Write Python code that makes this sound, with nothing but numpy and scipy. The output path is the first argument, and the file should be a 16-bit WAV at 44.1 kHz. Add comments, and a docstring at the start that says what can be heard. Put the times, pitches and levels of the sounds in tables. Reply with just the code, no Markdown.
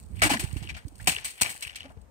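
"""Pole jabbing thin lake ice.

Three jabs into wet ice near a hand-held microphone, with scraping between them. Each jab is a burst of
tiny fractures that crumbles away. Chips snap and clink, droplets tick, the shaft rings, water gulps in
the hole. Light wind buffets the two microphone ports over a faint outdoor hush."""
import sys
import numpy as np
from scipy import signal
from scipy.fft import rfft, irfft
from scipy.io import wavfile
from scipy.ndimage import uniform_filter1d

SR = 44100
rng = np.random.default_rng(int(sys.argv[2]) if len(sys.argv) > 2 else 0)


def to_wav(sig):
    """Store sig (one row per channel, or 1-D mono) as 16-bit WAV at the path in sys.argv[1].

    Samples outside -1..1 are clipped; the rate is SR.
    """
    pcm = np.clip(np.atleast_2d(sig), -1, 1) * 32767
    pcm = np.round(pcm).astype(np.int16)
    wavfile.write(sys.argv[1], SR, pcm.T)  # frames by channels


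N = 92610
T = np.arange(N) / SR
CRACK_HZ = 2500  # nominal pitch of CRACK_SPECTRUM

# Spectra of cracks and of fine splinters. Each row: frequency in Hz, level in dB.
CRACK_SPECTRUM = [(300, -32), (900, -13.5), (1400, -7.5), (1900, 0), (2500, 0), (3100, -3), (3800, -7.5),
                  (6000, -13), (14000, -37)]
SPLINTER_SPECTRUM = [(800, -28.5), (2800, -10.5), (4300, -2.5), (5300, -8.5), (7100, -5), (8300, 3),
                     (9200, 0.5), (11500, -11), (13300, -6.5), (15200, -6.5)]
# Tip dragging through slush. Each row: time in seconds, grinding in dB, fizz in dB.
DRAG_LEVELS = [(0, -68, -55.5), (.08, -84, -67), (.14, -73, -65.5), (.19, -49.5, -54), (.5, -56.5, -54.5),
               (.66, -53, -59), (.79, -59.5, -68), (.83, -96, -68.5), (.95, -75, -63.5), (1.01, -60.5, -55),
               (1.06, -55.5, -50.5), (1.18, -43.5, -75), (1.33, -68.5, -63), (1.4, -46.5, -48.5),
               (1.59, -56, -51), (1.68, -45, -48), (1.74, -57, -69), (1.82, -49.5, -67), (1.9, -62.5, -69),
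               (1.97, -95, -92), (2.1, -84, -82)]


def amp(db):
    """Decibels to gain."""
    return 10 ** (np.asarray(db) / 20)


def unit(x):
    """Scale each channel to unit energy."""
    return x / np.sqrt(np.sum(x ** 2, axis=-1, keepdims=True))


def add(track, start_s, sound):
    """Mix a short sound into a track."""
    at = int(np.clip(start_s * SR, 0, N - 1))
    track[..., at:at + sound.shape[-1]] += sound[..., :N - at]


def curve(rows, column):
    """Gain over time from one dB column of a table."""
    rows = np.array(rows)
    return amp(np.interp(T, rows[:, 0], rows[:, column]))


def response(spectrum, size=8192):
    """Minimum-phase impulse response of (Hz, dB) points."""
    hz, db = np.array(spectrum).T
    bin_hz = np.maximum(np.arange(size // 2 + 1) * SR / size, 1)
    gain = amp(np.interp(np.log(bin_hz), np.log(hz), db))
    cepstrum = irfft(np.log(gain))
    cepstrum[1:size // 2] *= 2
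    cepstrum[size // 2 + 1:] = 0
    return irfft(np.exp(rfft(cepstrum)))


def through(x, impulse):
    """Convolve each channel with an impulse response."""
    return signal.fftconvolve(np.atleast_2d(x), np.atleast_2d(impulse), axes=-1)[:, :N]


def colour(x, spectrum):
    """Shape a white signal, keeping its power."""
    return through(x, unit(response(spectrum)))


def swell(rise_s):
    """Envelope that peaks at rise_s and dies away."""
    age = T[T < 10 * rise_s] / rise_s
    return age * np.exp(1 - age)


def ping(hz, rise_s, octaves_per_s=0):
    """Short resonance with optional glide."""
    envelope = swell(rise_s)
    pitch_hz = hz * 2 ** (octaves_per_s * T[:len(envelope)])
    return envelope * np.sin(2 * np.pi * np.cumsum(pitch_hz) / SR)


def fractures(per_s, spread_db, pan_spread_db=4.5, lag_spread_s=0.00005):
    """Random micro-fractures, many small and a few large, each from its own direction; rms 1."""
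    chance, size = rng.random(N), rng.exponential(size=N)
    lag, pan = rng.standard_normal((2, N))
    at = np.flatnonzero(chance < per_s / SR)
    height = (amp(spread_db * np.minimum(size, 4)) * rng.choice([-1, 1], N))[at]
    side = amp(pan_spread_db * pan[at] / 2)
    left_at = np.clip(at + np.round(lag[at] * lag_spread_s * SR).astype(int), 0, N - 1)
    left, right = np.bincount(left_at, height * side, N), np.bincount(at, height / side, N)
    return unit(np.array([left, right])) * np.sqrt(N)


def stick_slip(per_s=130, depth_db=3.5):
    """The tip catches and slips, so grains come in clumps; gain with rms 1."""
    step = int(SR / per_s)
    held = np.repeat(rng.standard_normal(N // 100), step)[:N]
    grip = np.clip(uniform_filter1d(held, step // 3), -2, 1.5)
    return unit(amp(depth_db * grip)) * np.sqrt(N)


def hush(level_db=-60):
    """Faint, steady outdoor noise."""
    hz_db = [(40, 4.5), (150, -11), (400, -2), (750, -3.5),
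             (1500, -14.5), (4000, -28), (8500, -25), (15000, -31)]
    return amp(level_db) * colour(rng.standard_normal((2, N)), hz_db)


def wind(buffet_rise_s=0.0031):
    """Independent rumble on each port, plus single buffets."""
    # Each row: time in seconds, left in dB, right in dB.
    gusts = [(0, -43, -43), (.07, -55, -40.5), (.13, -42.5, -30), (.2, -44, -32), (.26, -33.5, -26),
             (.32, -44.5, -61), (.42, -52, -35.5), (.5, -51, -38), (.63, -55, -36), (.73, -32, -36.5),
             (.81, -57, -50.5), (.93, -55, -49.5), (1.03, -56, -35.5), (1.09, -45, -41), (1.16, -45.5, -54),
             (1.4, -68, -68), (1.445, -55, -57), (1.58, -60.5, -73), (1.8, -49.5, -57.5), (1.93, -49, -50),
             (2, -43.5, -57.5), (2.1, -52.5, -64.5)]
    # Each row: frequency in Hz, level in dB.
    rumble_spectrum = [(20, -43), (30, -20.5), (40, -11.5), (52, -0.5), (72, -1.5), (130, -14), (220, -17),
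                       (400, -36.5), (1000, -59.5), (4000, -86)]
    # Each row: start in seconds, level in dB, pitch in Hz, left minus right in dB.
    buffets = [(0.439, -30, 110, -30), (0.531, -31.5, 90, -30), (0.562, -28.5, 85, -23),
               (0.62, -31, 110, -20.5), (0.851, -36, 80, -33.5), (1.016, -37, 70, -23),
               (1.662, -48, 80, 25.5), (1.971, -38, 70, 19)]
    out = colour(rng.standard_normal((2, N)), rumble_spectrum)
    out *= np.array([curve(gusts, column=1), curve(gusts, column=2)])
    for start_s, db, hz, pan_db in buffets:
        gains = amp([db + pan_db / 2, db - pan_db / 2])
        add(out, start_s, np.outer(gains, ping(hz, buffet_rise_s)))
    return out


def droplets(rise_s=0.0019):
    """Droplets tick on the ice."""
    # Each row: start in seconds, relative level in dB.
    landings = [(.02, -64), (.111, -53), (.16, -48), (0.526, -37.5), (.881, -39), (0.954, -43.5),
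                (0.98, -46.5), (1.377, -39.5), (2.014, -52.5)]
    envelope = np.zeros(N)
    for start_s, db in landings:
        add(envelope, start_s, amp(db) * swell(rise_s))
    return colour(envelope * rng.standard_normal(N), SPLINTER_SPECTRUM) / 2


def water(left_lag_s=0.00012):
    """Air pockets gulp under the broken ice, near centre."""
    # Each row: start in seconds, level in dB, pitch in Hz, glide in octaves/s, rise in seconds.
    gulps = [(.253, -22.5, 315, -2.5, 0.0075), (.302, -19, 786, 8, 0.0022),
             (.313, -20.5, 297.6, -12, 0.0053), (0.35, -26.5, 262, -13, 0.0073),
             (.385, -39.5, 284, 11, 0.0074), (.427, -35.5, 350, 4.5, 0.0049), (.56, -34, 314, -21, 0.0034),
             (.645, -43, 348, -8, 0.0038), (.868, -39.5, 274, 6.5, 0.004), (.92, -47.5, 285, 5, 0.0038),
             (.997, -41.5, 1495, 45.5, 0.0033), (1.075, -22.5, 743, -0.5, 0.0035),
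             (1.081, -30, 164, -5, 0.0048), (1.172, -46, 430, 3, .003), (1.418, -44.5, 167, -8, 0.0051),
             (1.844, -45.5, 268, 0, 0.013), (1.853, -44, 558, 5, 0.0036), (1.966, -50.5, 450, 2.5, .005)]
    out = np.zeros(N)
    for start_s, db, hz, glide, rise_s in gulps:
        add(out, start_s, amp(db) * ping(hz, rise_s, glide))
    return np.array([np.interp(T - left_lag_s, T, out), out])


def pole(contact, coupling_db=-26):
    """The shaft rings faintly with whatever its tip meets."""
    # Each row: frequency in Hz, relative level in dB, T60 in seconds.
    modes = [(710, -10.5, .1), (790, -4, .1), (1202, 5.5, .12), (1880, -6.5, 0.11), (2010, 0.5, .09),
             (2315, -18, .12), (2475, -8.5, .14), (2640, -6.5, 0.046), (3060, -12, .1), (4280, -2, .06),
             (9100, -3.5, .04)]
    t = T[:SR // 2]
    ring = sum(amp(db - 60 * t / t60_s) * np.sin(2 * np.pi * hz * t) for hz, db, t60_s in modes)
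    return amp(coupling_db) * through(contact, unit(ring)) / 2


def scrape():
    """The tip grinds in fits through wet grains of ice."""
    grains = fractures(per_s=940, spread_db=4)
    grinding = colour(grains * stick_slip() * curve(DRAG_LEVELS, column=1), CRACK_SPECTRUM)
    fizz = colour(grains * curve(DRAG_LEVELS, column=2), SPLINTER_SPECTRUM)
    return grinding + fizz


def clinks(per_s=230, base_db=-0.5, spread_db=4, decay_s=0.0024, spread_octaves=0.64):
    """Loose grains pushed aside by the tip knock together, each at its own pitch."""
    out, t = np.zeros(N), T[:SR // 64]
    for when, pitch, size in rng.random((int(per_s * N / SR), 3)):
        hz = CRACK_HZ * 2 ** (spread_octaves * (2 * pitch - 1))
        gain = amp(base_db + spread_db * min(-np.log(1 - size), 2))
        add(out, when * N / SR, gain * np.exp(-t / decay_s) * np.sin(2 * np.pi * hz * t))
    return out * curve(DRAG_LEVELS, column=1)


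def chips(rise_s=0.00067, roughness=0.3, snap_db=-19):
    """Chips break off or collide: a rough, quickly damped clink and a bright snap."""
    # Each row: start in seconds, relative level in dB, pitch in Hz.
    hits = [(.196, -29.5, 2440), (.2192, -13, 2100), (.3185, -32, 2530), (.3705, -15.5, 1870),
            (.474, -36, 2540), (.5695, -33, 2600), (.6735, -29.5, 2800), (.695, -23, 2490),
            (.702, -24, 2340), (1.074, -12, 2450), (1.0947, -14, 2570), (1.136, -22, 2480),
            (1.1495, -19, 2580), (1.164, -14, 2840), (1.433, -12.5, 2500), (1.4612, -12.5, 2380),
            (1.477, -31, 2280), (1.493, -22.5, 2160), (1.527, -32, 2300), (1.65, -22, 2550),
            (1.6771, -23.5, 2750), (1.696, -26, 2870), (1.8055, -23.5, 2990), (1.8305, -31.5, 3140)]
    clink, envelope = np.zeros((2, N))
    for start_s, db, hz in hits:
        add(clink, start_s, amp(db) * ping(hz, rise_s))
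        add(envelope, start_s, amp(db) * swell(rise_s))
    rasp = roughness * colour(envelope * rng.standard_normal(N), CRACK_SPECTRUM)
    snap = amp(snap_db) * colour(envelope * rng.standard_normal(N), SPLINTER_SPECTRUM)
    return (clink + rasp + snap) / 2


def crunches(crumble_db=-16, crumble_db_per_s=124):
    """Dense fractures while the tip pushes in, sparser debris after; thicker ice cracks lower."""
    # Each row: start, rise and hold in seconds, fall in dB/s, slab, crack and splinter levels in dB,
    # crack pitch in Hz.
    bursts = [(0.2175, 0.0024, 0.016, 600, -27.5, -19.5, -22.5, 2350),
              (0.239, 0.007, 0.026, 1000, -29.5, -29, -30, 2300),
              (0.293, .004, 0.024, 700, -30, -25, -28.5, 2260),
              (0.333, 0.0025, 0.0068, 894, -28, -27.5, -31, 2300),
              (0.3933, .002, .006, 450, -41, -34.5, -31, 2600),
              (0.434, .003, 0.0034, 600, -52, -46, -40, 2670),
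              (0.566, 0.00076, 0.0025, 509, -50, -47, -43.5, 2630),
              (0.625, .001, .009, 700, -51.5, -47.5, -49.5, 2930),
              (0.687, 0.0034, 0.015, 1100, -52, -40, -53, 2520),
              (0.743, .002, 0.0045, 700, -53, -45.5, -65, 2800),
              (0.764, 0.0022, 0.009, 560, -57, -43, -52.5, 1950),
              (0.999, .002, 0.0052, 599, -55, -51.5, -56, 2000),
              (1.0718, 0.00064, 0.0097, 951, -27, -22.5, -19.5, 2495),
              (1.088, .002, .004, 452, -44, -28, -26, 2600),
              (1.118, 0.0016, .003, 898.5, -39, -32.5, -30.5, 2510),
              (1.2446, .001, 0.0037, 278.5, -52.5, -35, -31, 2573),
              (1.299, .003, 0.0039, 801, -78, -53.5, -40, 2550),
              (1.41, .004, 0.0061, 1200.5, -31, -25, -17.5, 2450),
              (1.443, 0.0036, 0.0048, 297, -42, -33, -42, 2400),
              (1.497, 0.0045, 0.0031, 706, -49, -42.5, -35, 2180),
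              (1.622, 0.0025, 0.0051, 800.5, -73, -33.5, -35, 2860),
              (1.754, 0.0046, 0.0042, 1100, -71, -38, -41, 3050),
              (1.836, .005, 0.021, 500, -52, -64, -71, 2400),
              (1.899, .002, .004, 702, -49, -74, -64.5, 1924),
              (1.965, .001, .004, 602, -61, -80.5, -84, 1985)]
    # Each row: frequency in Hz, level in dB.
    slab_spectrum = [(60, -11.5), (160, -4), (300, 1), (460, -7), (750, 1), (1100, -1.5), (1700, -6.5),
                     (4000, -53.5)]
    dense = fractures(per_s=5000, spread_db=2)
    debris = fractures(per_s=500, spread_db=4) * stick_slip()
    cracks, slab, splinters = np.zeros((3, 2, N))
    length = SR // 3
    age_s = T[:length]
    for start_s, rise_s, hold_s, fall_db_per_s, slab_db, crack_db, splinter_db, hz in bursts:
        onset = np.minimum(age_s / rise_s, 1)
        after_s = np.maximum(age_s - rise_s - hold_s, 0)
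        push = onset * amp(-fall_db_per_s * after_s)
        crumble = onset * amp(crumble_db - crumble_db_per_s * after_s)
        low, mid, high = (push * dense[:, i:i + length] + crumble * debris[:, i:i + length]
                          for i in rng.integers(N - length, size=3))
        tuned = [(f * hz / CRACK_HZ, db) for f, db in CRACK_SPECTRUM]
        add(slab, start_s, amp(slab_db) * low)
        add(cracks, start_s, amp(crack_db) * through(mid, unit(response(tuned, size=512))))
        add(splinters, start_s, amp(splinter_db) * high)
    return cracks + colour(slab, slab_spectrum) + colour(splinters, SPLINTER_SPECTRUM)


def path_to_ports(x, left_lag_s=0.00035, scatter_db=-8, scatter_t60_s=0.028):
    """Brief nearby reflections; the left port hears later, with more upper mids and less bass."""
    # Each row: frequency in Hz, left minus right in dB.
    balance = [(100, -36), (350, -2), (700, 1), (1300, 7.5), (2400, 8), (4400, -2.5), (8100, 2), (15000, 2)]
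    t = T[:SR // 8]
    scatter = unit(rng.standard_normal((2, len(t))) * amp(-60 * t / scatter_t60_s))
    scatter = signal.sosfilt(signal.butter(2, 900, "high", fs=SR, output="sos"), scatter)
    left, right = x + amp(scatter_db) * through(x, scatter)
    left = np.interp(T - int(left_lag_s * SR) / SR, T, left)
    shading = [response([(hz, sign * db / 2) for hz, db in balance]) for sign in (1, -1)]
    return through(np.array([left, right]), np.array(shading))


def scene():
    """Ice, pole and water in the open air; stereo."""
    air = wind() + hush()
    ice = crunches() + scrape() + chips() + clinks() + droplets()
    return path_to_ports(ice + pole(ice)) + water() + air


def record(dry, low_cut_hz=43, high_cut_hz=15500):
    """Microphone with a treble notch; deepest bass and top are cut."""
    # Each row: frequency in Hz, gain in dB.
    mic_response = [(20, -2), (9600, 0), (9950, -5.5), (10350, -16.5), (10900, -15), (11400, -1.5),
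                    (20000, -6)]
    low_cut = signal.butter(3, low_cut_hz, "high", fs=SR, output="sos")
    high_cut = signal.ellip(8, 0.2, 70, high_cut_hz, fs=SR, output="sos")
    heard = through(dry, response(mic_response))
    return signal.sosfilt(high_cut, signal.sosfilt(low_cut, heard))


dry = scene()
out = record(dry)
to_wav(out)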